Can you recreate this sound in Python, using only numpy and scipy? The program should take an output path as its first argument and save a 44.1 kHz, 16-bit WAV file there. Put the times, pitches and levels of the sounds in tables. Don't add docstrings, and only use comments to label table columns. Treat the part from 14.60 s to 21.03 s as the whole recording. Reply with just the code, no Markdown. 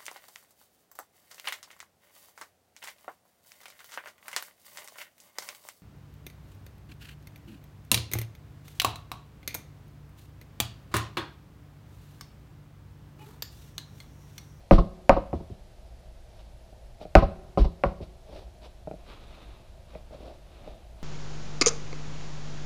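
import sys
import numpy as np
from scipy import signal
from scipy.fft import rfft, irfft
from scipy.io import wavfile

SR = 44100
rng = np.random.default_rng(int(sys.argv[2]) if len(sys.argv) > 2 else 0)


def materialize(psi):
    bounded = np.clip(np.atleast_2d(psi).T, -1, 1)
    quanta = np.round(bounded * 32767).astype(np.int16)
    wavfile.write(sys.argv[1], SR, quanta)


N = 283544
TIME = np.arange(N) / SR
RING = TIME[:SR]
BRIGHTNESS_POWER = 0.4

# start in seconds; slap, crack, carcass and thump levels in dB;
# thump pitch in Hz; thump delay in seconds; lift-off in dB against the landing, before each layer's trim.
BOUNCES = [(0.1106, -13, -27, -11.5, -8, 26.3, 0.033, -9),
           (0.4945, -10, -19, -19, -19.5, 27.8, 0.023, -11.5),
           (.7300, -32.5, -53, -28, -32, 76.6, 0.03, -14),
           (0.901, -58, -82, -42.5, -38.5, 85.4, 0.021, -22), (2.5528, -8.5, -16, -13, -10, 47, 0.021, -12),
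           (2.9743, -23, -44.5, -21, -12, 46.2, .0485, -10),
           (3.2373, -20, -29, -26.5, -26, 49.6, 0.039, -22.5),
           (3.4040, -45.5, -80, -38, -35.5, 83.5, .024, -19.5)]
# frequency in Hz, gain in dB.
SCRUB_SPECTRUM = [(300, -10), (900, 0), (1700, -3), (2600, -1), (3800, -2), (5500, -7), (6600, -21),
                  (9000, -28), (14000, -38)]


def undb(db):
    return 10 ** (np.asarray(db) / 20)


def level(x, db):
    return x * undb(db) / np.std(x)


def burst(x, db):
    return x * undb(db) / np.sqrt(np.sum(x ** 2) / (.03 * SR))


def add(out, s, x):
    i = max(int(s * SR), 0)
    out[i:i + len(x)] += x[:N - i]


def colour(x, points):
    size = 8192
    hz, db = np.transpose(points)
    bin_hz = np.arange(size // 2 + 1) * SR / size
    gain = undb(np.interp(np.log(bin_hz + 1), np.log(hz), db))
    cepstrum = irfft(np.log(gain))[:size // 2]
    cepstrum[1:] *= 2
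    response = irfft(np.exp(rfft(cepstrum, size)))
    return signal.fftconvolve(x, response)[:len(x)]


def soften(x, hz):
    return signal.sosfilt(signal.butter(2, min(hz, SR / 3), fs=SR, output="sos"), x)


def noise(points, count=N):
    return level(colour(rng.standard_normal(count), points), 0)


def gravelly(points, grain_db=3, count=N):
    size = np.minimum(rng.exponential(size=count), 5)
    clicks = rng.standard_normal(count) * undb(grain_db * size)
    return level(colour(clicks, points), 0)


def attack(rise_s):
    return 1 - np.exp(-RING / rise_s)


def fade(t60):
    return np.exp(-np.log(1000) * RING / t60)


def swell(rise_s):
    return (RING / rise_s * np.exp(1 - RING / rise_s)) ** 2


def bump(s, half_s, time=TIME):
    return np.exp(-((time - s) / half_s) ** 2 / 2)


def drift(rate_hz):
    knots = rng.standard_normal(int(N / SR * rate_hz) + 2)
    return np.interp(TIME * rate_hz, np.arange(len(knots)), knots)


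def struck(modes, scatter_db=0.47, detune=0.0068):
    out = np.zeros(SR)
    for hz, db, t60 in modes:
        strength, pitch, phase = rng.standard_normal(3)
        turns = hz * (1 + detune * pitch) * RING + phase
        out += undb(db + scatter_db * strength) * fade(t60) * np.sin(2 * np.pi * turns)
    return out * attack(0.0013)


def background(whine_hz=10286, pulse_hz=24.4):
    # frequency in Hz, gain in dB.
    air_spectrum = [(41, -26.5), (70, 2), (103, -13), (144, -16.5), (188, -9), (258, -18), (288, -22),
                    (361, -12.5), (403, -19.5), (676, -9), (723, -14), (1110, -27), (2910, -30),
                    (4080, -30), (15000, -45)]
    rumble_spectrum = [(15, -21.5), (28, -7), (38, -21), (49, -6), (58, -7), (75, -22), (130, -22),
                       (400, -89.5)]
    air = level(noise(air_spectrum), db=-55.5) * undb(drift(8) / 4)
    rumble = level(noise(rumble_spectrum), db=-48)
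    whine = np.sin(2 * np.pi * whine_hz * TIME) * (1 + np.sin(2 * np.pi * pulse_hz * TIME))
    return air + rumble + level(whine * undb(2 * drift(40)), db=-83)


def reflections(points, t60, build_s, db):
    tail = noise(points, count=SR) * fade(t60) * attack(build_s)
    return undb(db) * tail / np.sqrt(np.sum(tail ** 2))


def shop(x, modes_db=-19):
    # frequency in Hz, gain in dB.
    far_spectrum = [(60, -8), (200, 2), (700, -15), (1400, -8.5), (2200, -6.5), (4000, 7), (7000, -9),
                    (15000, -29.5)]
    late_spectrum = [(100, -9), (300, -4), (700, -5.5), (1350, -5.5), (2000, -13), (4000, -19),
                     (10000, -39)]
    # frequency in Hz, relative level in dB, ring time in seconds.
    room_modes = [(161, -67, 1.3), (184.9, -67, .9), (397, -66, 1.9), (368, -60, 1.6)]
    far = reflections(far_spectrum, t60=0.34, build_s=0.021, db=-20)
    late = reflections(late_spectrum, t60=0.69, build_s=.03, db=-34)
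    standing = sum(undb(db) * fade(t60) * np.sin(2 * np.pi * hz * RING) for hz, db, t60 in room_modes)
    return x + signal.fftconvolve(x, far + late + undb(modes_db) * standing)[:N]


def nearby(x, db=-8):
    # frequency in Hz, gain in dB.
    near_spectrum = [(60, -21.5), (200, -6.5), (450, -0.5), (700, 0), (1400, 3), (2200, -1), (4000, -7.5),
                     (8000, 6), (15000, -3.5)]
    echoes = reflections(near_spectrum, t60=0.14, build_s=0.00076, db=db)
    return x + signal.fftconvolve(x, echoes)[:len(x)]


def turning(uneven_db=2.0):
    # middle in seconds, half length in seconds, level in dB.
    shoves = [(4.513, 0.03, -51.5), (4.728, 0.21, -54), (5.333, 0.044, -57.5), (5.61, 0.11, -58.5),
              (6.036, 0.13, -57.5), (6.42, 0.037, -60)]
    # frequency in Hz, gain in dB.
    grit_spectrum = [(100, -3), (300, 8), (700, 1.5), (1200, 3), (1800, -7), (2600, -1), (3100, -5),
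                     (3750, -1.5), (5000, -14.5), (7000, -23), (14000, -30)]
    pressure = np.sqrt(sum((undb(db) * bump(s, half_s)) ** 2 for s, half_s, db in shoves))
    return gravelly(grit_spectrum, grain_db=4) * pressure * undb(uneven_db * drift(30))


def hands(uneven_db=2.5):
    # start in seconds, level in dB, low-pass cutoff in Hz.
    pats = [(2.128, -55.5, 890), (2.412, -46.5, 3470), (2.452, -41.5, 1500), (2.711, -52, 1000),
            (3.427, -49.5, 5000), (3.690, -52.5, 675), (4.273, -36.5, 988), (4.312, -38.5, 1630),
            (4.336, -43.5, 486), (5.351, -41.5, 2800), (5.507, -53, 1195), (5.628, -53.5, 1200),
            (6.076, -44.5, 2800)]
    # frequency in Hz, relative level in dB, ring time in seconds.
    palm_modes = [(171, -7.5, .07), (302, -7, 0.035), (456, -2, 0.033), (623, 2.5, 0.04),
                  (748, -6.5, 0.037), (1333, -9, 0.011), (2460, 1, 0.0058)]
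    # middle in seconds, half length in seconds, body level in dB, hiss level in dB.
    slides = [(1.797, 0.077, -67, -66), (2.427, 0.014, -43.5, -52), (3.431, .012, -53, -55.5),
              (3.765, 0.052, -46.5, -57), (4.055, 0.023, -49.5, -55), (5.357, 0.015, -48, -64),
              (5.539, 0.013, -47, -62), (5.663, 0.071, -48.5, -63), (6.082, 0.075, -51.5, -69)]
    # frequency in Hz, gain in dB.
    body_spectrum = [(60, -12.5), (180, -8), (300, -8), (480, -6.5), (620, 1), (760, -9), (1000, -20),
                     (1800, -33.5), (5000, -54)]
    skin_spectrum = [(300, -27), (900, 6.5), (1700, -7), (2600, -2), (3800, -0.5), (5600, -8), (7000, -20),
                     (9000, -20), (14000, -28.5)]
    out = np.zeros(N)
    for s, db, cutoff_hz in pats:
        pat = soften(struck(palm_modes), cutoff_hz)
        add(out, s, burst(nearby(pat, db=-10), db))
    body = noise(body_spectrum)
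    hiss = gravelly(skin_spectrum, grain_db=3.5)
    grip = undb(uneven_db * drift(82))
    for s, half_s, body_db, hiss_db in slides:
        out += bump(s, half_s) * grip * (undb(body_db) * body + undb(hiss_db) * hiss)
    return out


def groove_jet(thump_db):
    # frequency in Hz, gain in dB.
    jet_spectrum = [(500, -18.5), (2000, 3.5), (3800, 7), (5600, -3), (6800, -9), (8000, 1), (11000, -9.5),
                    (15000, -13.5)]
    hiss = noise(jet_spectrum, count=SR) * bump(s=.038, half_s=.013, time=RING)
    return burst(hiss, -44.5 + 1.5 * thump_db)


def scrub(thump_db, rise_s, base_db):
    friction = gravelly(SCRUB_SPECTRUM, count=SR) * np.sqrt(swell(rise_s))
    return burst(friction, base_db + 0.92 * thump_db)


def thump(hz, delay_s, cycles=0.58):
    turns = (RING - delay_s) * hz
    return np.exp(-(turns / cycles) ** 2 / 2) * np.sin(2 * np.pi * turns) * attack(0.0062)


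def carcass_blow():
    # frequency in Hz, relative level in dB, ring time in seconds.
    carcass_modes = [(79.3, -7, 0.35), (99, -8, 0.24), (115, -2, 0.075), (152.2, -6, 0.17),
                     (171.9, -12, 0.43), (198, -3.5, 0.16), (223, 2, 0.031), (262, -8, 0.1),
                     (342.3, -3, 0.096), (421.6, -4, 0.097)]
    # frequency in Hz, gain in dB.
    flap_spectrum = [(40, -18), (80, -1.5), (115, 4.5), (150, 6), (205, 6.5), (270, -2), (335, 4),
                     (450, -4), (800, -56)]
    flap = noise(flap_spectrum, count=SR) * fade(t60=0.16) * attack(0.00048)
    return burst(soften(struck(carcass_modes), hz=600), db=0) + burst(flap, db=-3)


def block_crack(slap_db):
    # frequency in Hz, gain in dB.
    crack_spectrum = [(300, -22), (1100, 9), (1400, 12), (1700, 2.5), (2100, 4), (2700, 1.5), (3400, -16.5),
                      (4300, -13.5), (5400, -12.5), (9000, -44)]
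    crack = colour(signal.unit_impulse(SR), crack_spectrum)
    top_hz = 6400 * undb(slap_db) ** .16
    return soften(soften(crack, top_hz), top_hz)


def tread_blow(echo_s=0.005577, echo_db=-6):
    # frequency in Hz, gain in dB.
    clap_spectrum = [(100, -17.5), (320, -6.5), (440, -10.5), (550, 7), (750, 5.5), (900, -1), (1100, 2.5),
                     (1350, -4), (1650, -15.5), (2600, -19), (5000, -47.5), (12000, -66.5)]
    # frequency in Hz, relative level in dB, ring time in seconds.
    tread_modes = [(487.6, -13.5, 0.12), (544, -10, 0.062), (560, -0.5, 0.052), (660, -3.5, 0.12),
                   (749, -1.5, 0.052), (795, -12, 0.089), (1007, -8.5, 0.098), (1108, -8, 0.036),
                   (1160, -10, 0.02), (1150, -5.5, 0.027), (1354, -14.5, 0.056)]
    push = signal.unit_impulse(SR)
    push[int(echo_s * SR)] = undb(echo_db)
    return burst(colour(push, clap_spectrum), db=0) + burst(struck(tread_modes), db=-3)


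def liftoffs(contact_s=.0735, peel_s=0.0048):
    out = np.zeros(N)
    for landing_s, slap_db, _, carcass_db, thump_db, _, _, lift_db in BOUNCES:
        s = landing_s + contact_s
        peel_db = slap_db + lift_db - 4
        cutoff_hz = 2475 * undb(peel_db) ** BRIGHTNESS_POWER
        peel = signal.fftconvolve(tread_blow(), rng.standard_normal(SR) * swell(peel_s))[:SR]
        add(out, s - peel_s, scrub(thump_db + lift_db, rise_s=0.0073, base_db=-31))
        add(out, s - peel_s, burst(nearby(soften(peel, cutoff_hz)), peel_db))
        add(out, s, burst(carcass_blow(), carcass_db + lift_db - 1.5))
        add(out, s, burst(thump(hz=40, delay_s=0.0086), thump_db + lift_db + 1.5))
    return out


def landings():
    out = np.zeros(N)
    for s, slap_db, crack_db, carcass_db, thump_db, thump_hz, delay_s, _ in BOUNCES:
        cutoff_hz = 3000 * undb(slap_db) ** BRIGHTNESS_POWER
        add(out, s, burst(nearby(soften(tread_blow(), cutoff_hz)), slap_db))
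        add(out, s, burst(nearby(block_crack(slap_db), db=-11), crack_db))
        add(out, s, burst(carcass_blow(), carcass_db))
        add(out, s, burst(thump(thump_hz, delay_s), thump_db))
        add(out, s, scrub(thump_db, rise_s=0.018, base_db=-31.5))
        add(out, s, groove_jet(thump_db))
    return out


def scene():
    tire = landings() + liftoffs() + hands() + turning()
    return (shop(tire) + background())[None]


def record(dry, top_hz=15200):
    flattened = .96 * dry / (1 + dry ** 20) ** (1 / 20)
    return signal.sosfilt(signal.ellip(8, .2, 70, top_hz, fs=SR, output="sos"), flattened)


dry = scene()
out = record(dry)
materialize(out)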